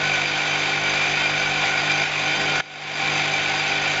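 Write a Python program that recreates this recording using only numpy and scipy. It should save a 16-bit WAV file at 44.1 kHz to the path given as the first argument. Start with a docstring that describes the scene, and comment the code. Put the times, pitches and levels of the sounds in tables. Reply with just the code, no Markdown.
"""A factory hall, close to a pouch filling and capping line, heard in mono. A vibrating cap feeder hums at
harmonics of the mains and shakes its caps fifty times a second; their impacts clatter and excite the damped
modes of the steel bowl. A drive whines near 1.5 kHz, drives rush underneath and the conveyor clanks lightly.
After one harder knock the whole level drops and climbs back."""
import sys
import numpy as np
from scipy import signal
from scipy.fft import rfft, irfft
from scipy.io import wavfile

SR = 44100
rng = np.random.default_rng(int(sys.argv[2]) if len(sys.argv) > 2 else 0)


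def bounce(signal):
    """Save signal as a 16-bit WAV file at the path given by the first command-line argument."""
    frames = np.transpose(np.atleast_2d(signal))
    limited = np.clip(frames, -1, 1)
    pcm = np.round(limited * 32767).astype(np.int16)
    wavfile.write(sys.argv[1], SR, pcm)


N = 176400
TIME = np.arange(N) / SR
MAINS_HZ = 49.97

# harmonics of the feeder's magnet (multiple of the mains, level/dB)
HUM_HARMONICS = [(2, -50.5), (3, -39), (4, -50), (5, -52), (6, -42.5), (7, -47.5), (8, -43.5), (10, -44),
                 (11, -49.5), (12, -53.5), (13, -48), (14, -52)]
# strength of the feeder's vibration (t/s, level/dB)
VIBRATION = [(0, 1.5), (.2, 1), (.29, -2), (.42, -0.5), (.67, -0.5), (.87, 1.5), (1.1, .5), (1.5, 0.5),
             (1.8, 1), (2.02, 2), (2.09, -7), (2.2, -0.5), (2.55, 0.5), (2.95, -1.5), (3.2, 1), (3.4, -.7),
             (3.62, 0.1), (4, -1)]
# envelope of the conveyor motor's note (t/s, level/dB)
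MOTOR_LEVEL = [(0.0, -55), (0.05, -49), (0.65, -65), (0.86, -50), (1.35, -52), (1.45, -50), (2.43, -61.5),
               (4.0, -55)]
# spectra of the plastic caps' clatter and of the nearest caps' ticks (f/Hz, relative level/dB)
CLATTER_SPECTRUM = [(200, -31), (500, -12), (750, -1), (1200, -6.5), (1800, -3), (2500, 3.5), (2900, -6.5),
                    (3750, 0.5), (4200, -12.5), (4700, -4.5), (5200, -16), (6300, -12.5), (6800, -16),
                    (7350, -14)]
TICK_SPECTRUM = [(300, -12.5), (900, 1), (2000, 1.5), (3600, 0.5), (4600, 0.5), (6000, -9), (7400, -4.5)]
# modes of the steel bowl, and the two close lines of a drive's whine (f/Hz, bandwidth/Hz, level/dB)
BOWL_MODES = [(681, 50, -40.5), (757.5, 13, -38.5), (786.5, 13, -36), (1054, 24, -43), (2153, 26, -38.5),
              (2304, 17, -33), (2383, 20, -31), (2530, 45, -38.5), (3110, 9.7, -39), (3544, 23, -42.5),
              (3810, 20, -50), (4815, 15, -40.5), (6230, 25, -44.5)]
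WHINE_LINES = [(1441.4, 24, -35), (1500, 13, -35)]
# envelope of the drive's whine (t/s, level/dB)
WHINE_LEVEL = [(0, 1), (.12, 3.5), (.33, -3), (.5, 1), (.68, -2), (1.0, 1.5), (1.1, -2), (1.2, 4.5),
               (1.3, -0.5), (1.55, 0.5), (1.92, 2.5), (2.15, -5), (2.4, -3), (2.58, 3.5), (2.9, -3),
               (4, -1)]
# spectrum of the rush of drives and hall (f/Hz, relative level/dB)
RUSH_SPECTRUM = [(20, -16), (45, -8.5), (90, -4.5), (140, -7.5), (260, -3), (420, -1), (700, 3.5),
                 (1200, 1), (2400, 8.5), (4000, -1.5), (7400, -16.5)]
# conveyor clanks: onsets (t/s, level/dB) and spectrum (f/Hz, relative level/dB)
CLANK_ONSETS = [(.59, -26), (1.062, -28), (1.548, -26), (1.656, -22.5), (2.017, -22), (2.558, -22),
                (3.549, -21), (3.635, -31), (3.876, -20)]
CLANK_SPECTRUM = [(300, -6), (900, -7), (2400, -10), (3800, -8.5), (5500, -8), (7400, -5.5)]
# low rustling swell: envelope (t/s, level/dB) and spectrum (f/Hz, relative level/dB)
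SWELL_LEVEL = [(0, -59.5), (1.95, -65), (2.2, -47), (2.4, -33.5), (2.6, -39), (2.75, -45), (3.04, -38.5),
               (3.2, -44), (4, -60)]
SWELL_SPECTRUM = [(30, -22), (90, -8.5), (250, -1), (500, 0.5), (1000, -16.5), (3000, -23.5)]
# modes of the harder knock (f/Hz, level/dB)
KNOCK_MODES = [(1480, -12.5), (1700, -18), (3100, -23)]


def amp(db):
    """Amplitude ratio of a level in decibels."""
    return 10 ** (np.asarray(db) / 20)


def unit(x):
    """Normalisation to rms 1."""
    return x / np.sqrt(np.mean(x ** 2) + 1e-20)


def envelope(points):
    """Gain interpolated between (t/s, level/dB) points."""
    return amp(np.interp(TIME, *np.transpose(points)))


def add(mix, onset_s, sound):
    """Superposition of a sound from its onset."""
    part = mix[round(onset_s * SR):][:len(sound)]
    part += sound[:len(part)]


def colour(x, spectrum):
    """Minimum-phase filtering by a spectral envelope; rms 1."""
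    f, db = np.transpose(spectrum)
    hz = abs(np.fft.fftfreq(4096, 1 / SR))
    log_gain = np.log(amp(np.interp(np.log(hz + 1), np.log(f + 1), db)))
    taps = np.fft.ifft(np.exp(np.conj(signal.hilbert(log_gain)))).real
    return unit(signal.fftconvolve(x, taps[:len(taps) // 2])[:len(x)])


def wander(top_hz):
    """Slow fluctuation: low-passed noise of rms 1."""
    hz = np.fft.rfftfreq(N, 1 / SR)
    lowpass = np.exp(-(hz / top_hz) ** 2) * (hz > 0)
    return unit(irfft(rfft(rng.standard_normal(N)) * lowpass, N))


def hall(x, t60_s=.5, wet_db=1):
    """Reverberation: an exponentially decaying diffuse field follows the direct sound."""
    t = np.arange(SR // 2) / SR
    tail = rng.standard_normal(len(t)) * amp(-60 * t / t60_s) * (t > .003)
    wet = signal.fftconvolve(x, tail / np.linalg.norm(tail))[:N]
    return (x + amp(wet_db) * wet) / np.hypot(1, amp(wet_db))


def feeder_hum(waver_db=1.28, waver_hz=7.5, drift_turns=.0065):
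    """Forced vibration: the magnet drives the feeder at mains harmonics, each wavering slightly."""
    hum = np.zeros(N)
    for harmonic, db in HUM_HARMONICS:
        gain = amp(db + waver_db * wander(waver_hz))
        turns = round(harmonic) * MAINS_HZ * TIME + rng.random() + drift_turns * wander(waver_hz)
        hum += gain * np.sin(2 * np.pi * turns)
    return np.sqrt(2) * envelope(VIBRATION) ** .75 * hum


def conveyor_motor(hz=57):
    """Simple harmonic motion: the motor's low note swells and fades."""
    return np.sqrt(2) * envelope(MOTOR_LEVEL) * np.sin(2 * np.pi * hz * TIME)


def landings(per_s, spread_db, focus):
    """Modulated Poisson process: uneven impacts bunch at one phase of each shake of the bowl."""
    chance = np.exp(focus * np.cos(2 * np.pi * (MAINS_HZ * TIME + .17)))
    size = amp(spread_db * np.minimum(rng.exponential(1, N), 4)) * rng.choice([-1, 1], N)
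    return size * (rng.random(N) < per_s / SR * chance / chance.mean())


def caps():
    """Impact noise: many caps merge into a reverberant clatter, while the nearest tick dryly."""
    all_hits = landings(per_s=2200, spread_db=4, focus=.8)
    clatter = amp(-27) * hall(colour(all_hits, CLATTER_SPECTRUM))
    near_hits = landings(per_s=280, spread_db=5, focus=.62)
    ticks = amp(-36.5) * colour(near_hits, TICK_SPECTRUM)
    flicker = amp(1.2 * wander(top_hz=35))
    return envelope(VIBRATION) ** .49 * flicker * (clatter + ticks)


def steel(modes):
    """Resonance: the heavier landings excite each damped mode of a steel part."""
    ringing = np.zeros(N)
    for hz, width_hz, db in modes:
        hits = landings(per_s=520, spread_db=2, focus=1.6)
        radius = np.exp(-np.pi * width_hz / SR)
        feedback = [1, -2 * radius * np.cos(2 * np.pi * hz / SR), radius ** 2]
        ringing += amp(db) * unit(signal.lfilter([1, 0, -1], feedback, hits))
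    return ringing


def drives():
    """Broadband noise: the drives rush at a slightly fluctuating level."""
    return amp(-27.5 + .75 * wander(top_hz=24)) * colour(rng.standard_normal(N), RUSH_SPECTRUM)


def conveyor_clanks(t60_s=.059):
    """Transient excitation: bright, quickly damped noise bursts reverberate in the hall."""
    clanks, t = np.zeros(N), np.arange(SR // 5) / SR
    for onset_s, db in CLANK_ONSETS:
        burst = colour(rng.standard_normal(len(t)), CLANK_SPECTRUM)
        add(clanks, onset_s, amp(db - 60 * t / t60_s) * burst)
    return hall(clanks)


def rustle():
    """Amplitude modulation: low noise swells and subsides."""
    return envelope(SWELL_LEVEL) * colour(rng.standard_normal(N), SWELL_SPECTRUM)


def knock(onset_s=2.6025, t60_s=.051):
    """Free vibration: after one harder blow, three modes decay exponentially."""
    ringing, t = np.zeros(N), np.arange(SR // 5) / SR
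    for hz, db in KNOCK_MODES:
        add(ringing, onset_s, amp(db - 60 * t / t60_s) * np.sin(2 * np.pi * hz * t))
    return ringing


def level_drop(onset_s=2.6075, depth_db=18, fall_s=.0058, hold_s=.05, recovery_db_per_s=46):
    """Attenuation: the level falls abruptly, holds, and climbs back linearly in decibels."""
    fall = np.clip((TIME - onset_s) / fall_s, 0, 1)
    recovered_db = recovery_db_per_s * np.maximum(TIME - onset_s - hold_s, 0)
    return amp(-fall * np.maximum(depth_db - recovered_db, 0))


def scene():
    """Superposition of all sources, the same in both channels."""
    line = feeder_hum() + conveyor_motor() + caps()
    line += envelope(VIBRATION) * steel(BOWL_MODES) + envelope(WHINE_LEVEL) * steel(WHINE_LINES)
    line += drives() + rustle() + conveyor_clanks() + knock()
    return np.tile(level_drop() * line, (2, 1))


def record(dry):
    """Soft saturation rounds the peaks; a low-pass filter then limits the band."""
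    ceiling, edge_hz = .51, 7480
    taps = signal.firwin(601, edge_hz, window=("kaiser", 8), fs=SR)
    return signal.oaconvolve(ceiling * np.tanh(dry / ceiling), taps[None], "same")


dry = scene()
out = record(dry)
bounce(out)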